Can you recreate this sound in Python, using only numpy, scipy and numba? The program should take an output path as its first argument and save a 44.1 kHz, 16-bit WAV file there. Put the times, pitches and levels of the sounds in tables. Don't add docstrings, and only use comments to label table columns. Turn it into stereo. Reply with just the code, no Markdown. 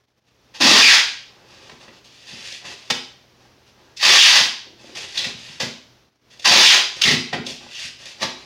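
import sys
import numpy as np
from scipy import signal
from scipy.fft import rfft, irfft
from scipy.io import wavfile
from scipy.ndimage import uniform_filter1d, minimum_filter1d
from numba import njit

SR = 44100
rng = np.random.default_rng(int(sys.argv[2]) if len(sys.argv) > 2 else 0)


def generate_wav(sig):
    pcm = np.round(np.clip(np.atleast_2d(sig).T, -1, 1) * 32767).astype(np.int16)
    wavfile.write(sys.argv[1], SR, pcm)


N = 372644
TIME = np.arange(N) / SR


def undb(db):
    return 10 ** (np.asarray(db) / 20)


def unit(x):
    return x / np.sqrt(np.mean(x ** 2))


def ring(x, response):
    return signal.oaconvolve(x, response / np.linalg.norm(response))[:N]


def colour(x, spectrum, size=4096):
    hz, db = np.transpose(spectrum)
    bins = np.maximum(np.fft.rfftfreq(size, 1 / SR), 1)
    level_db = np.interp(np.log(bins), np.log(hz), db)
    cepstrum = irfft(np.log(undb(level_db)))
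    cepstrum[1:size // 2] *= 2
    cepstrum[size // 2 + 1:] = 0
    return ring(x, irfft(np.exp(rfft(cepstrum))))


def crackle(rate_hz, spread_db):
    size = undb(spread_db * np.minimum(rng.exponential(size=N), 4))
    happens = rng.random(N) < rate_hz / SR
    return unit(happens * size * rng.standard_normal(N))


def unevenness(window_s):
    return unit(uniform_filter1d(rng.standard_normal(N), int(window_s * SR)))


@njit
def resonate(x, hz, damping):
    high, band = np.empty(len(x)), np.empty(len(x))
    b, low = 0., 0.
    for i in range(len(x)):
        g = np.tan(np.pi * hz[i] / SR)
        v = (b + g * (x[i] - low)) / (1 + g * (g + damping))
        band[i] = damping * v
        high[i] = x[i] - band[i] - low - g * v
        b, low = 2 * v - b, low + 2 * g * v
    return high, band


def envelope(start_s, length_s, attack_s, release_s):
    rise = np.clip((TIME - start_s) / attack_s, 0, 1)
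    fall = np.clip((start_s + length_s - TIME) / release_s, 0, 1)
    return rise * np.sin(np.pi / 2 * rise) * fall


def bell(centre_s, width_s):
    return np.exp(-np.minimum(((TIME - centre_s) / width_s) ** 2, 50))


def stroke(start_s, length_s):
    return envelope(start_s, length_s, 0.2 * length_s, 0.32 * length_s)


def hush(level_db=-56, hum_hz=122, hum_db=-9, flicker_s=1 / 45, flicker_share=0.24):
    # hz, relative level_db
    noise_spectrum = [(25, -25.5), (55, -2.5), (85, -3), (115, -8), (220, -4), (420, -5.5), (1300, -12.5),
                      (3000, -14.5), (5800, -16), (8000, -32.5), (15500, -32.5)]
    # centre_s, half_width_s, depth_db
    dips = [(.11, 0.27, -13.5), (6.158, 0.098, -13)]
    hum = undb(hum_db) * unit(np.sin(2 * np.pi * hum_hz * TIME))
    dip_db = sum(depth_db * bell(s, width_s) for s, width_s, depth_db in dips)
    dip_db = dip_db * (1 + flicker_share * unevenness(flicker_s))
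    noise = colour(rng.standard_normal(N), noise_spectrum)
    return undb(level_db + dip_db) * (noise + hum)


def kitchen(x, early_db=-4.5, tail_db=-3, early_s=0.0069, build_s=0.0051, sway_hz=2.4, count=3):
    # hz, t60_s
    reverberation = [(100, 0.51), (400, 0.45), (1500, 0.46), (4000, 0.52), (8000, 0.43), (16000, 0.31)]
    t = TIME[:SR]
    log_bins = np.log(np.arange(SR // 2 + 1) + 1)
    hz, t60 = np.transpose(reverberation)
    out = x
    for k in range(count):
        noise = rfft(rng.standard_normal(SR))
        tail = np.zeros(SR)
        for band, t60_s in zip(np.eye(len(hz)), t60):
            weight = np.interp(log_bins, np.log(hz), band)
            tail += irfft(noise * weight, SR) * np.exp(-np.log(1000) * t / t60_s)
        tail *= 1 - np.exp(-t / build_s)
        early = rng.standard_normal(SR) * (rng.random(SR) < .1)
        early = early * np.exp(-t / early_s) * (t > .001)
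        paths = undb(early_db) * early / np.linalg.norm(early)
        paths = paths + undb(tail_db) * tail / np.linalg.norm(tail)
        share = (1 + np.cos(2 * np.pi * (sway_hz * TIME + k / count))) / count
        out = out + signal.oaconvolve(x * np.sqrt(share), paths)[:N]
    return out / np.sqrt(1 + undb(early_db) ** 2 + undb(tail_db) ** 2)


def knocks(wood_db=27):
    # start_s, relative level_db, contact_ms (time scale of the push)
    bumps = [(.607, -31, 0.66), (0.645, -24.5, 0.6), (0.753, -37, 1), (0.784, -20.5, 3.1),
             (1.715, -42, 0.96), (1.878, -50, .4), (2.323, -34, 3), (2.903, -26.5, 0.47),
             (4.082, -35.5, 1.36), (4.4, -29.5, 1.3), (5.255, -27.5, 3.2), (5.338, -24.5, 9.3),
             (5.486, -30, 8.4), (5.549, -37, 14), (5.62, -23, 3.3), (5.655, -29.5, 3.5),
             (6.498, -25.5, 1.2), (6.552, -23.5, 3.1), (7.045, -25, 0.88), (7.069, -17, 1.4),
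             (7.107, -17, 1.9), (7.128, -14, 1.95), (7.329, -24, 0.088), (7.348, -25.5, 0.62),
             (7.386, -22.5, 1.8), (7.517, -26, 11), (7.631, -44, 1.7), (7.839, -26, 11),
             (8.236, -25.5, 1.5)]
    # hz, relative level_db, t60_s
    cabinet = [(62, -19.5, 0.13), (92, -14, 0.094), (119.6, -8.5, 0.39), (147, -2, 0.17), (185, -1.5, 0.16),
               (229.5, -6, 0.36), (256.2, -3.5, 0.36), (310, -2.5, 0.12), (353.7, -1.5, 0.23),
               (440, 6.5, 0.046), (585, -14, 0.069), (690, 0, 0.064), (921, -7, 0.1), (1020, -4.5, .1),
               (1405, 7, 0.045), (1570, -10, 0.065)]
    force, t = np.zeros(N), TIME[:SR // 4]
    for start_s, db, contact_ms in bumps:
        phase = TIME[:SR // 50] * 1000 / contact_ms
        push = phase * np.exp(-2 * np.pi * phase)
        start = max(int(start_s * SR), 0)
        force[start:start + len(push)] += undb(db) * push / push.sum()
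    modes = np.zeros(len(t))
    for k, (hz, db, t60_s) in enumerate(cabinet):
        decay = undb(db - 60 * t / t60_s)
        modes += (-1) ** k * decay * np.sin(2 * np.pi * hz * t)
    return undb(wood_db) * ring(force, modes)


def slide(wood_hz=375, damping=0.43):
    # start_s, length_s, level_db
    slides = [(4.642, 0.13, -45), (4.769, 0.22, -45), (4.978, .1, -45.5)]
    centre = np.full(N, 1. * wood_hz)
    friction = crackle(350, 3.7)
    hum = resonate(friction, centre, damping)[1]
    hum = resonate(hum, centre, 2 * damping)[1]
    pressure = sum(undb(db) * stroke(start_s, length_s) for start_s, length_s, db in slides)
    return pressure * unit(hum)


def rubs(hiss_db=-1, scuff_db=-2, catch_db=0.0):
    # start_s, length_s, hiss and scuff relative level_db
    strokes = [(0.26, 0.047, -64, -70), (1.24, 0.28, -59, -54.5), (1.431, 0.4, -49, -50.5),
               (1.792, 0.088, -46.5, -47.5), (1.914, 0.089, -50.5, -52), (2.036, 0.53, -48, -66),
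               (2.24, 0.26, -41.5, -52.5), (2.419, 0.2, -36.5, -56.5), (2.634, 0.12, -35, -41.5),
               (2.7, 0.28, -47.5, -55), (3.387, 0.098, -57, -54), (3.656, 0.057, -55, -59.5),
               (3.747, 0.21, -61.5, -55), (4.755, 0.3, -46.5, -53), (4.945, 0.052, -31, -40),
               (4.973, 0.11, -33.5, -43.5), (5.065, 0.12, -38, -58), (5.128, 0.21, -32, -38.5),
               (5.34, 0.28, -40, -51.5), (6.296, 0.056, -47, -69.5), (6.332, 0.08, -54, -61),
               (6.408, 0.089, -37.5, -62), (6.937, 0.16, -36.5, -42.5), (7.59, 0.11, -45, -46),
               (7.664, 0.24, -38.5, -62), (7.773, 0.14, -34, -54), (7.979, 0.097, -41, -49.5),
               (8.046, 0.094, -37, -53), (8.128, 0.095, -50, -57), (8.355, 0.14, -48.5, -50.5)]
    # hz, relative level_db
    hiss_spectrum = [(300, -24.5), (1000, -20.5), (1700, -4), (2700, 2.5), (4500, 0), (6200, -3.5),
                     (8000, -15), (11000, -23.5), (16000, -45.5)]
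    scuff_spectrum = [(50, -13.5), (130, -3.5), (250, -9), (370, 3), (560, -3), (950, -7.5), (1600, -6),
                      (4000, -50), (12000, -64)]
    hiss, scuff = np.zeros(N), np.zeros(N)
    for start_s, length_s, high_db, low_db in strokes:
        pressure = stroke(start_s, length_s)
        hiss += pressure * undb(high_db + hiss_db)
        scuff += pressure * undb(low_db + scuff_db)
    catches = undb(catch_db * unevenness(1 / 90))
    paper = colour(hiss * catches * crackle(7000, 1.9), hiss_spectrum)
    cloth = colour(scuff * catches * crackle(2500, 2.4), scuff_spectrum)
    return paper + cloth


def tears():
    # peak_s, level_db, rise_s, fall_s, body_db (low body against the paper)
    bursts = [(1.697, -40.5, .001, 0.0024, 9.5), (1.719, -52.5, .004, 0.0055, 11),
              (1.881, -54, .002, 0.014, 14.5), (2.046, -46, 0.0037, 0.046, -12),
              (2.523, -27, .001, 0.0037, -27), (2.656, -41, 0.019, 0.012, 4.5),
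              (2.903, -12, 0.0011, 0.008, -2), (2.908, -19.5, 0.00089, 0.003, -3.5),
              (5.603, -19.5, 0.0021, 0.032, -4), (6.396, -34, 0.0017, 0.012, -24),
              (7.109, -44.5, 0.075, 0.028, 18), (7.331, -33, 0.0024, 0.017, 15.5),
              (7.468, -21, 0.0015, 0.0029, -26), (7.494, -29.5, 0.025, 0.04, -16),
              (8.057, -26, 0.0007, 0.0028, -11), (8.231, -19, 0.012, 0.016, -0.5)]
    # hz, relative level_db
    paper_spectrum = [(100, -20), (500, 0), (1200, -22.5), (2500, 2), (4000, 3), (6000, -0.5),
                      (8000, -14.5), (11000, -22.5), (16000, -34)]
    body_spectrum = [(50, -34), (130, -12.5), (280, -4.5), (500, 1.5), (720, -3.5), (1300, -5.5),
                     (2000, -2), (5000, -13.5), (15000, -52)]
    paper, body = np.zeros(N), np.zeros(N)
    for peak_s, db, rise_s, fall_s, body_db in bursts:
        peak = int(peak_s * SR)
        near = slice(max(peak - SR // 20, 0), peak + SR // 5)
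        t = TIME[near] - peak_s
        burst = undb(db) * np.exp(-np.maximum(-t / rise_s, t / fall_s))
        paper[near] += burst
        body[near] += burst * undb(body_db)
    paper_sound = colour(paper * crackle(24000, 4.8), paper_spectrum)
    return paper_sound + colour(body * crackle(6000, 0.28), body_spectrum)


def roll(x):
    # hz, width_hz, relative level_db
    roll_rings = [(838, 64, -7.5), (1008, 73, -1), (1990, 23, -15.5), (1990, 34, -10.5), (2560, 90, -14),
                  (3064, 39, -10), (3690, 13, -5), (3940, 22, -16.5), (4880, 130, -4)]
    t = TIME[:SR // 4]
    response = 1. * (t == 0)
    for hz, width_hz, db in roll_rings:
        gain = undb(db) * 2 * np.pi * width_hz / SR
        response += gain * np.exp(-np.pi * width_hz * t) * np.cos(2 * np.pi * hz * t)
    return ring(x, response)


@njit
def slips(hz, uneven, chance):
    out = np.zeros(len(hz) + 1)
    phase, wait, k = 0., 1., 0
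    for i in range(len(hz)):
        step = hz[i] / SR
        phase += step
        if phase >= wait:
            phase = min(phase - wait, step)
            size = np.exp(uneven[i] * (chance[k, 1] - uneven[i]) / 2) / np.sqrt(step)
            out[i] += size * phase / step
            out[i + 1] += size * (1 - phase / step)
            wait = np.exp(uneven[i] * (chance[k, 0] - uneven[i] / 2))
            k += 1
        out[i] -= np.sqrt(step)
    return out[:-1]


def tug(start_s, length_s, attack_s, db, hz, uneven):
    gain = undb(db) * envelope(start_s, length_s, attack_s, 0.56 * length_s)
    return gain, np.full(N, 1. * hz), np.full(N, 1. * uneven)


def rip(start_s, length_s, db, loose_hz, drag_hz, top_hz, last_hz, top_after_s, slowing_s, uneven):
    break_s, speed_up_s = .018, .048
    drag_uneven, slack_uneven = .07, .2
    surge_lead_s, surge_s, surge_uneven, surge_db = .072, .045, .36, 2
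    speed_db = 4
    top_s = start_s + top_after_s
    early = TIME < top_s
    speeding = np.exp(np.minimum(TIME - top_s, 0) / speed_up_s)
    speed = np.where(early, speeding, bell(top_s, slowing_s))
    dragging = drag_hz + (loose_hz - drag_hz) * np.exp(-np.maximum(TIME - start_s, 0) / break_s)
    racing = dragging * (top_hz / dragging) ** speed
    rate = np.where(early, racing, last_hz + (top_hz - last_hz) * speed)
    surge = bell(top_s - surge_lead_s, surge_s)
    scatter = np.where(early, drag_uneven, slack_uneven) * (1 - speed)
    gain = envelope(start_s, length_s, .015, 0.12) * undb(db + speed_db * speed + surge_db * surge)
    return gain, rate, uneven + surge_uneven * surge + scatter


def pulls(fibre_db=-8, edge=0.43, edge_damping=1.0, even=0.073, span_db=10, span_damping=0.47,
          snag_db=2.5, threads_db=-19, rumble_db=-34, count=8):
    # start_s, length_s, level_db, breaking-loose slip rate loose_hz, dragging drag_hz, full-speed
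    # top_hz, final last_hz, time to full speed top_after_s, slowing_s, unevenness of the slips (0-1)
    rips = [ (.6, 0.43, -9.5, 329.9, 280, 2499, 1047, .222, .112, 0.09),
            (4.02, 0.47, -12.5, 1150, 827.4, 2998, 1250, .168, .118, .19),
            (6.44, 0.4, -11.5, 1844, 561.2, 3305, 797.4, .228, .06, .19)]
    # start_s, length_s, attack_s, level_db, slip rate hz, unevenness (0-1)
    tugs = [(0.532, 0.071, 0.021, -35, 471, 0.17), (0.591, 0.041, 0.0099, -33, 476, 0.45),
            (3.96, 0.044, 0.012, -33, 5500, 0.29), (3.984, 0.074, 0.037, -19.5, 2110, 0.23),
            (5.136, 0.045, 0.02, -31.5, 3480, 0.48), (5.17, 0.042, 0.0043, -21.5, 3767, 0.18),
            (5.19, 0.069, .01, -30, 3570, 0.18), (5.239, 0.023, 0.0052, -20.5, 2260, .18),
            (7.011, 0.021, .011, -8.5, 3016, 0.24), (7.033, 0.018, 0.0073, -9, 2902, 0.12),
            (7.044, 0.078, 0.015, -11.5, 2036, .14), (7.1, 0.069, 0.012, -17, 2196, 0.3),
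            (7.715, 0.092, 0.046, -34, 2806, 0.14), (7.787, 0.052, 0.017, -47, 2410, 0)]
    # hz, relative level_db
    peel_spectrum = [(40, -30.5), (130, -6), (280, -0.5), (550, -7.5), (900, -7), (1400, -4.5),
                     (2200, -0.5), (3500, 2), (5200, -0.5), (6400, -5), (8000, -17.5), (10500, -22.5),
                     (13000, -30), (16000, -29)]
    thread_spectrum = [(1000, -49), (6000, -17.5), (10000, -1), (15500, -2)]
    rumble_spectrum = [(30, -9), (70, -9.5), (130, -6), (220, -8), (300, 7.5), (450, -9), (900, -26),
                       (4000, -60)]
    tape, effort, ragged = np.zeros(N), np.zeros(N), np.zeros(N)
    fizz = crackle(9000, 3.6)
    snags = undb(snag_db * unevenness(1 / 170))
    for gain, hz, uneven in [rip(*row) for row in rips] + [tug(*row) for row in tugs]:
        on = gain > 0
        rate, scatter = hz[on], np.clip(uneven[on], .05, 1)
        strips = [slips(rate, scatter, rng.standard_normal((SR // 4, 2))) for _ in range(count)]
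        rasp = sum(strips) / np.sqrt(count) + undb(fibre_db) * fizz[on]
        rasp = resonate(rasp, edge * rate, edge_damping)[0]
        singing = undb(span_db) * np.exp(-scatter / even)
        span = singing * resonate(rasp, rate, span_damping)[1]
        tape[on] += gain[on] * (rasp + span) / np.sqrt(1 + singing / 2)
        effort += gain
        ragged += gain * uneven ** 2
    peeling = colour(snags * tape, peel_spectrum)
    threads = undb(threads_db) * colour(ragged * crackle(8000, 1.5), thread_spectrum)
    rumble = undb(rumble_db) * colour(effort * crackle(380, 2.7), rumble_spectrum)
    return peeling + threads + rumble


def scene():
    torn = tears()
    roll_share = 0.43
    through_roll = roll(pulls() + roll_share * torn + rubs())
    handiwork = through_roll + (1 - roll_share) * torn + knocks() + slide()
    mono = kitchen(handiwork) + hush()
    return np.array([mono, mono])


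def record(dry, ceiling=0.91, size=129, top_hz=15850):
    room_left = np.minimum(1, ceiling / (np.abs(dry) + 1e-9))
    gain = uniform_filter1d(minimum_filter1d(room_left, size), size)
    low_pass = signal.ellip(10, .2, 70, top_hz, fs=SR, output="sos")
    return signal.sosfilt(low_pass, dry * gain)


dry = scene()
out = record(dry)
generate_wav(out)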